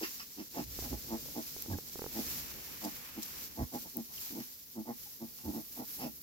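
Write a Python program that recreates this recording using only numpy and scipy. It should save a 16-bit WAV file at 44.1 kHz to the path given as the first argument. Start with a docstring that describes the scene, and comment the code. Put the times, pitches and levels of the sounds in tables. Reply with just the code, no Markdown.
"""A straw-filled pen, with a sow rooting close by over a low rumble. Her slack vocal folds flap out short, low
grunts through nose and mouth; a few low, fluttering thumps sound close by; turbulence in her snout makes brief
snorts. The straw hisses, crackles and snaps as she shoves it. Dull knocks, faint squeaks and one thin tick
sound nearby."""
import sys
import numpy as np
from scipy import signal
from scipy.fft import rfft, irfft, next_fast_len
from scipy.io import wavfile
from scipy.ndimage import uniform_filter1d, map_coordinates

SR = 44100
rng = np.random.default_rng(int(sys.argv[2]) if len(sys.argv) > 2 else 0)


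def waveform_to_disk(signal):
    """Save audio, clipped to [-1, 1], as 16-bit WAV at the path in sys.argv[1]."""
    frames = np.transpose(np.atleast_2d(signal))
    scaled = np.clip(frames, -1, 1) * 32767
    samples = np.round(scaled).astype(np.int16)
    wavfile.write(sys.argv[1], SR, samples)


N = 274566
TIME_S = np.arange(N) / SR
CENTRED_S = np.arange(-.1, .1, 1 / SR)  # time about the middle of a short sound


def amp(db):
    """Decibels to gain."""
    return 10 ** (np.asarray(db) / 20)


def unit(x):
    """Scale to rms 1."""
    return x / np.sqrt(np.mean(x ** 2) + 1e-20)


def levelled(x, length_s, db):
    """Scale so the energy, spread over length_s, has an rms of db."""
    return amp(db) * x / np.sqrt(np.sum(x ** 2) / (length_s * SR) + 1e-20)


def sides(db):
    """Left and right gains; negative db favours the right."""
    return amp(np.array([[db / 2], [-db / 2]]))


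def at_time(points, s):
    """Interpolate a table over time."""
    return np.interp(s, *np.transpose(points))


def at_hz(points, hz):
    """Interpolate a table over log frequency."""
    table_hz, value = np.transpose(points)
    return np.interp(np.log(hz + 1), np.log(table_hz + 1), value)


def colour(x, points):
    """Filter by a table of Hz and dB."""
    n = x.shape[-1]
    size = next_fast_len(n)
    gain = amp(at_hz(points, np.fft.rfftfreq(size, 1 / SR)))
    return irfft(rfft(x, size) * gain, size)[..., :n]


def wander(n, hz):
    """Smooth random curve, rms about 1, hz knots a second."""
    knots = rng.standard_normal(4096)
    return map_coordinates(knots, [np.arange(n) * hz / SR], order=2, mode="wrap")


def swell(t, length_s, half=0.35, steep=2.35):
    """Rise and fall centred on t = 0."""
    return np.exp(-abs(t / (half * length_s)) ** steep)


def add(mix, start_s, sound):
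    """Mix a sound in, cropped at both ends of the mix."""
    start = round(start_s * SR)
    part = mix[..., max(start, 0):][..., :sound.shape[-1] + min(start, 0)]
    part += sound[..., max(-start, 0):][..., :part.shape[-1]]


def resonate(x, hz, width_hz):
    """Movable resonance: shift to 0 Hz, smooth twice, shift back."""
    carrier = np.exp(2j * np.pi * np.cumsum(hz * np.ones(len(x))) / SR)
    pole = np.exp(-np.pi * width_hz / SR)
    smoothed = signal.lfilter([(1 - pole) ** 2], [1, -2 * pole, pole * pole], x / carrier)
    return 2 * (carrier * smoothed).real


def airway(x, modes):
    """Parallel resonances of alternating sign."""
    return sum((-1) ** k * amp(db) * resonate(x, hz, width) for k, (hz, width, db) in enumerate(modes))


# Each row: frequency in Hz, relative level in dB.
RUMBLE_SPECTRUM = [(20, -27), (45, -3), (70, 3), (100, -6.5), (140, 0), (190, -4.5), (245, -0.5), (330, -7),
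                   (480, -7.5), (800, -20.5), (2000, -38)]
# Each row: frequency in Hz, left-right correlation from 0 to 1.
RUMBLE_CORRELATION = [(60, 0.46), (280, 0.66), (640, 0.06), (1400, 0.1), (16000, 0.1)]
# Each row: time in seconds, relative level in dB.
RUMBLE_DB = [(0, -64), (.45, -63.5), (.85, -57.5), (1.22, -56), (1.45, -62), (2.15, -54), (3, -61),
             (3.6, -59.5), (4.1, -65.5), (4.7, -66), (6.2, -63)]


def rumble(work, gain_db=1.5, follow=0.47, waver_db=1.4):
    """Low, wavering noise of the pen, partly alike in both ears; it grows with each shove."""
    size = next_fast_len(N)
    hz = np.fft.rfftfreq(size, 1 / SR)
    left, independent = rfft(rng.standard_normal((2, size)))
    alike = np.clip(at_hz(RUMBLE_CORRELATION, hz), -1, 1)
    right = alike * left + np.sqrt(1 - alike ** 2) * independent
    noise = irfft(np.array([left, right]) * amp(at_hz(RUMBLE_SPECTRUM, hz)), size)[:, :N]
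    level_db = at_time(RUMBLE_DB, TIME_S) + gain_db + waver_db * wander(N, hz=14)
    return unit(noise) * unit(work) ** follow * amp(level_db)


# Each row: frequency in Hz, time to fall 60 dB in seconds.
ECHO_T60_S = [(150, 0.27), (500, 0), (2000, 0.14), (10000, 0.1)]
# Each row: frequency in Hz, gain in dB.
ECHO_DB = [(100, -12), (300, -9), (700, -7), (1500, -2), (10000, -4)]


def pen_echo(x, delay_s=.011, taps_per_s=3000):
    """Scattered reflections, different in each ear, quickly absorbed by the straw."""
    taps = rng.standard_normal((2, SR // 2)) * (rng.random((2, SR // 2)) < taps_per_s / SR)
    hz, t, bands = signal.stft(taps, SR, nperseg=256)
    t60_s = at_hz(ECHO_T60_S, hz)[:, None]
    tail = signal.istft(bands * amp(-60 * t / t60_s) / np.sqrt(t60_s), SR, nperseg=256)[1]
    spectrum = rfft(tail)
    spectrum /= np.sqrt(uniform_filter1d(abs(spectrum) ** 2, size=60, axis=1) + 1e-20)  # whiten
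    response = np.pad(irfft(spectrum), ((0, 0), (round(delay_s * SR), 0)))  # nearest wall and back
    return colour(signal.fftconvolve(x[None], response, axes=1)[:, :N], ECHO_DB)


# Each row: start in seconds, ring peak in dB, frequency in Hz, t60 in seconds.
TICKS = [(3.97, -12.5, 15100, 0.00085)]


def ticks(right_db=-24, click_db=-16):
    """A sharp click and a very high, brief ring, close on the left."""
    out, t = np.zeros(N), np.arange(512) / SR
    for start_s, db, hz, t60_s in TICKS:
        ring = t * amp(-60 * t / t60_s) * np.sin(2 * np.pi * hz * t)
        add(out, start_s, amp(db) * ring / abs(ring).max())
        add(out, start_s, amp(db + click_db) * np.array([1, -1]))
    return out * amp([[0], [right_db]])


# Each row: start in seconds, peak in dB before panning, thud boost in dB.
KNOCKS = [(.79, -31, 12), (.825, -36, 16), (.862, -40, 10), (.93, -37, 0), (.976, -46, 0), (1.2593, -44, 3),
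          (1.286, -42.5, 0), (1.565, -37.5, 13), (1.661, -40, 0), (1.7863, -33.5, 0), (1.957, -33.5, 0),
          (1.993, -32, 0), (2.0196, -29.5, 0), (2.042, -30.5, 0), (2.0639, -30, 0)]
# Each row: frequency in Hz, relative level in dB, t60 in seconds. The deep thud is first.
KNOCK_MODES = [(130, -16, .03), (460, 5, 0.017), (805, -1, .011), (1230, -8, 0.0058)]


def knocks(detune=0.063):
    """Dull knocks ring a few damped modes; heavy ones drive the deepest harder."""
    out, t = np.zeros(N), np.arange(2048) / SR
    for start_s, db, thud_db in KNOCKS:
        tuning = np.exp(detune * rng.standard_normal())
        thud, *upper = [amp(mode_db - 60 * t / t60_s) * np.sin(2 * np.pi * hz * tuning * t)
                        for hz, mode_db, t60_s in KNOCK_MODES]
        ring = amp(thud_db) * thud + sum(upper)
        add(out, start_s, amp(db) * ring / abs(ring).max())
    return out * sides(-6.5)


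# Each row: time in seconds, level of the stirring between shoves in dB.
STIR_DB = [(0, -52.5), (3.6, -51), (4.5, -51.5), (4.8, -54.5), (5.3, -51), (6.2, -51)]
# Each row: middle in seconds, length in seconds, level in dB.
SHOVES = [(0.065, 0.25, -46), (0.583, 0.11, -49.5), (0.818, 0.21, -45), (0.975, 0.13, -49.5),
          (1.13, 0.17, -49.5), (1.47, 0.59, -48.5), (1.999, 0.3, -51), (2.196, 0.15, -44.5),
          (2.337, 0.19, -42.1), (2.631, 0.44, -50.5), (2.908, 0.19, -49), (3.303, 0.19, -49.5),
          (3.435, 0.084, -45.9), (3.79, 0.11, -47.5), (4.234, 0.18, -45), (4.397, 0.16, -50.4),
          (5.052, 0.17, -50.5), (5.558, 0.21, -51), (5.757, 0.12, -49.5), (5.961, 0.18, -44.8)]


def snout_work():
    """Straw speed as a gain: shoves swell and die over continuous stirring."""
    power = amp(at_time(STIR_DB, TIME_S)) ** 2
    for middle_s, length_s, db in SHOVES:
        power += (amp(db) * swell(TIME_S - middle_s, length_s, half=.6, steep=3.34)) ** 2
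    return np.sqrt(power)


def crackle(spectrum, per_s, spread_db, wash_db):
    """Stalk slips on stalk: a few slips stand out, the rest blur into a wash."""
    sizes = amp(spread_db * np.minimum(rng.exponential(1, (2, N)), 5))
    slips = sizes * rng.standard_normal((2, N)) * (rng.random((2, N)) < per_s / SR)
    wash = amp(wash_db) * rng.standard_normal((2, N))
    return unit(colour(unit(slips) + wash, spectrum))


# Chaff, stalk and bed spectra. Each row: frequency in Hz, relative density in dB.
FIZZ_SPECTRUM = [(6000, -31.5), (9000, -15), (10500, -6.5), (12500, 0), (14500, 1.5), (16000, -4.5)]
HISS_SPECTRUM = [(1500, -30), (3000, -11), (4300, -3), (5900, 0), (6600, -4), (7500, -2.5), (8300, -15.5),
                 (10500, -19.5)]
CRUNCH_SPECTRUM = [(200, -3.5), (500, -8), (900, -2), (1400, -2.5), (2400, 0.5), (3300, -4), (5000, -15.5)]
# She turns away. Each row: time in seconds, gain of hiss and loose crunch in dB.
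FACING_DB = [(0, 0), (3.5, -1.45), (5.1, -3), (6.2, -5)]
# She leans into the bed once: middle in seconds, length in seconds, crunch level in dB.
LEAN = (2.804, 1.32, -55)


def straw(work, fizz_db=1.6, hiss_db=-2.6, crunch_db=-11.5, clump_db=0.94):
    """Chaff fizzes, stalks hiss and the bed crunches under her, all in the same small clumps."""
    facing = amp(at_time(FACING_DB, TIME_S))
    fizz = crackle(FIZZ_SPECTRUM, per_s=3000, spread_db=3.5, wash_db=7.5) * work * amp(fizz_db)
    hiss = crackle(HISS_SPECTRUM, per_s=2000, spread_db=3, wash_db=4.5) * work * facing * amp(hiss_db)
    loose, packed = [crackle(CRUNCH_SPECTRUM, per_s=1500, spread_db=3, wash_db=4) for _ in range(2)]
    loose = signal.sosfilt(signal.butter(1, 800, "high", fs=SR, output="sos"), loose)  # less body
    depth = unit(work) ** 0.22  # hard shoves reach deeper into the bed
    shoved = loose * work * facing * depth * amp(crunch_db)
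    middle_s, length_s, lean_db = LEAN
    pressed = packed * amp(lean_db) * swell(TIME_S - middle_s, length_s, half=0.56, steep=8)
    clumps = amp(clump_db * wander(N, hz=55))
    return (fizz + hiss + shoved + pressed) * clumps * sides(-0.5)


# Each row: start in seconds, peak in dB, t60 in seconds, gain of hiss against fizz in dB.
SNAPS = [(1.6224, -22, 0.014, -9), (2.841, -29.5, .06, 5), (2.849, -26, 0.045, 1), (3.2237, -25.5, .008, 4),
         (3.229, -24, .06, 4)]


def snaps():
    """Breaking stalks give short bright bursts; thick ones sound lower."""
    out, t = np.zeros((2, N)), np.arange(4096) / SR
    for start_s, db, t60_s, hiss_db in SNAPS:
        noise = rng.standard_normal((2, len(t)))
        burst = colour(noise, FIZZ_SPECTRUM) + amp(hiss_db) * colour(noise, HISS_SPECTRUM)
        burst *= amp(-60 * t / t60_s)
        add(out, start_s, amp(db) * burst / abs(burst).max())
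    return out


# Each row: middle in seconds, length in seconds, level in dB, pitch in Hz, log-pitch fall per length.
SQUEAKS = [(0.849, .025, -64, 1090, .2), (1.739, 0.017, -50, 1620, .08), (3.63, .02, -63, 1560, .08),
           (4.182, 0.015, -51.5, 2940, .2), (5.071, 0.029, -64.5, 810, .02)]


def squeaks(waver=0.039):
    """Faint, scratchy tones that slide down."""
    out, t = np.zeros(N), CENTRED_S
    for middle_s, length_s, db, hz, fall in SQUEAKS:
        pitch_hz = hz * np.exp(-fall * np.clip(t / length_s, -1, 1) + waver * wander(len(t), hz=700))
        tone = np.sin(2 * np.pi * np.cumsum(pitch_hz) / SR)
        add(out, middle_s + t[0], levelled(tone * swell(t, length_s), length_s, db))
    return out


# Each row: middle in seconds, length in seconds, level in dB before the high-pass, pitch in Hz.
THUMPS = [(0.691, 0.2, -51.5, 55), (0.835, 0.16, -49, 59), (0.939, 0.097, -42.5, 67.9),
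          (1.736, 0.092, -39.5, 91.9), (3.626, 0.072, -38, 84), (5.484, 0.077, -46.5, 82)]


def thumps(sag=0.21, wobble=0.221, overtone_db=-8, highpass_hz=48):
    """A low, lopsided flutter of air that slows as it dies."""
    out, t = np.zeros(N), np.arange(-.25, .25, 1 / SR)
    for middle_s, length_s, db, hz in THUMPS:
        pitch_hz = hz * np.exp(-sag * np.clip(t / length_s, -1, 1) + wobble * wander(len(t), hz=130))
        phase = 2 * np.pi * np.cumsum(pitch_hz) / SR
        flutter = np.sin(phase) + amp(overtone_db) * np.sin(2 * phase)
        flutter *= swell(t + 0.0058, length_s, half=0.39, steep=2.3)
        add(out, middle_s + t[0], levelled(flutter, length_s, db))
    return signal.sosfilt(signal.butter(3, highpass_hz, "high", fs=SR, output="sos"), out) * sides(-3.5)


# Each row: middle in seconds, length in seconds, level in dB.
SNORTS = [(.04, .04, -42.5), (0.203, 0.026, -47.5), (.398, 0.032, -55), (0.589, 0.056, -54.5),
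          (4.406, 0.027, -55.5), (5.39, .02, -60), (6.03, 0.086, -53)]
# Each row: frequency in Hz, width in Hz, gain in dB.
SNOUT_MODES = [(1100, 520, -5), (1950, 540, -3), (2710, 690, -3), (5220, 1200, -1)]


def snorts():
    """Turbulent air hisses through the snout's resonances."""
    out, t = np.zeros(N), CENTRED_S
    for middle_s, length_s, db in SNORTS:
        air = rng.standard_normal(len(t)) * swell(t, length_s)
        add(out, middle_s + t[0], levelled(airway(air, SNOUT_MODES), length_s, db))
    return out


# Each row: multiple of the nasal resonance, width in Hz, gain in dB.
NOSE_MODES = [(.66, 99, -7.5), (.95, 84, 2.5), (1.26, 121.6, -2)]
# Mouth and rasping air. Each row: frequency in Hz, width in Hz, gain in dB.
MOUTH_MODES = [(433, 88, -5), (545, 122, -6.5), (674, 95, 0.5), (835, 140, -1), (1076, 250, -13)]
RASP_MODES = [(1320, 380, -0.5), (1976, 500, 3), (5700, 1260, -5)]


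def grunt(length_s, db, mouth_db, hz, rough, nose_hz, sag=.14, droop=0.12, jitter=.3, shimmer=0.58,
          flutter_hz=170, leak=0.27, chest_db=-25, open_db=1.05, rasp_db=-12.5):
    """Slack folds flap unevenly, puffing air through the nose and the barely open mouth."""
    t = CENTRED_S
    progress, rough = np.clip(t / length_s, -1, 1), np.clip(rough, 0, 1)
    pitch_hz = hz * np.exp(-sag * progress + jitter * rough * wander(len(t), flutter_hz))
    cycles = np.cumsum(pitch_hz) / SR
    pulses = np.diff(np.floor(cycles), prepend=0)
    flaps = (1 - rough) * unit(pulses * np.exp(shimmer * rough * wander(len(t), flutter_hz)))
    airflow = leak + np.exp(-(cycles % 1) / 0.41)
    puffs = rough * unit(airflow * rng.standard_normal(len(t)))

    relax = np.exp(-droop * progress)  # resonances sink as the airway relaxes
    jaw = relax * np.exp(0.039 * rng.standard_normal())  # held differently each grunt
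    nose_modes = [(ratio * nose_hz * relax, width, gain) for ratio, width, gain in NOSE_MODES]
    mouth_modes = [(mode_hz * jaw, width, gain) for mode_hz, width, gain in MOUTH_MODES]

    hum = (flaps + 0.62 * puffs) * swell(t + 0.0039, length_s, half=0.34, steep=2.2)
    opening = swell(t + 0.0062, length_s, half=0.34, steep=2.6)
    nose = levelled(airway(hum, nose_modes), length_s, db)
    chest = levelled(resonate(hum, hz, width_hz=88), length_s, db + chest_db)
    mouth = levelled(airway((flaps + puffs) * opening, mouth_modes), length_s, db + mouth_db + open_db)
    rasp = levelled(airway(puffs * opening, RASP_MODES), length_s, db + mouth_db + rasp_db)
    return nose + chest + mouth + rasp


# Each row: middle in seconds, length in seconds, relative level in dB, mouth and rasp offset in dB,
# pitch in Hz, roughness from 0 to 1.
GRUNTS = [(0.028, .04, -41.5, -12, 119.6, 0.45), (0.401, 0.068, -47, -15, 97.7, .29),
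          (.588, .088, -42.5, -5, 139.8, .6), (.858, .07, -52, -5, 100, .8),
          (.931, 0.068, -44, -11.5, 104.9, .55), (1.133, 0.0886, -41, -8.5, 111, .25),
          (1.383, .071, -43.5, -7.5, 114.4, 0.41), (1.688, .03, -47.5, -22, 110, .2),
          (1.728, .09, -44.5, -10.5, 100, 0.66), (2.187, 0.094, -42.5, -10.5, 111.1, 0.29),
          (2.857, 0.079, -44.5, -5, 101.2, .33), (3.186, 0.054, -45.5, -15, 110.2, 0.36),
          (3.609, 0.088, -42, -7, 105.1, .55), (3.755, .07, -44, -5.5, 121.1, .35),
          (3.865, .035, -59.5, -2, 110.2, .8), (3.986, 0.08, -43.5, -15, 120.7, 0.24),
          (4.336, .082, -51.5, -18.5, 99.9, .52), (4.383, .088, -45.5, -12.5, 123, .6),
          (4.791, .08, -43.5, -15, 115.6, .21), (4.896, .082, -44.5, -6.5, 126.2, 0.42),
          (5.231, .067, -45.5, -13.5, 111.2, 0.26), (5.484, 0.096, -42.5, -14, 104, .44),
          (5.571, .11, -44.5, -12, 112, .42), (5.806, .088, -47.5, -6, 122.1, 0.41),
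          (6.04, .12, -45, -6, 126.4, .51)]
# Each row: time in seconds, nasal resonance in Hz.
NOSE_HZ = [(0, 345), (.4, 273), (6, 251.3)]


def grunts(gain_db=.7):
    """The sow's grunts; the nasal resonance sinks as she buries her snout."""
    out = np.zeros(N)
    for middle_s, *row in GRUNTS:
        add(out, middle_s + CENTRED_S[0], grunt(*row, nose_hz=at_time(NOSE_HZ, middle_s)))
    return amp(gain_db) * out


def left_first(x, lag_s=.00025):
    """Sound from the snout reaches the left ear a moment earlier."""
    return np.array([x, np.pad(x, (round(lag_s * SR), 0))[:N]])


def scene():
    """The sow in front, straw all around."""
    voice, work = grunts() + snorts(), snout_work()
    sow = (left_first(voice + squeaks()) + pen_echo(voice)) * sides(-2.4)
    return sow + thumps() + knocks() + straw(work) + snaps() + ticks() + rumble(work)


def record(dry):
    """Steep low-pass at 15950 Hz."""
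    lowpass = signal.firwin(511, 15950, window=("kaiser", 9), fs=SR)
    return signal.oaconvolve(dry, lowpass[None], "same")


dry = scene()
out = record(dry)
waveform_to_disk(out)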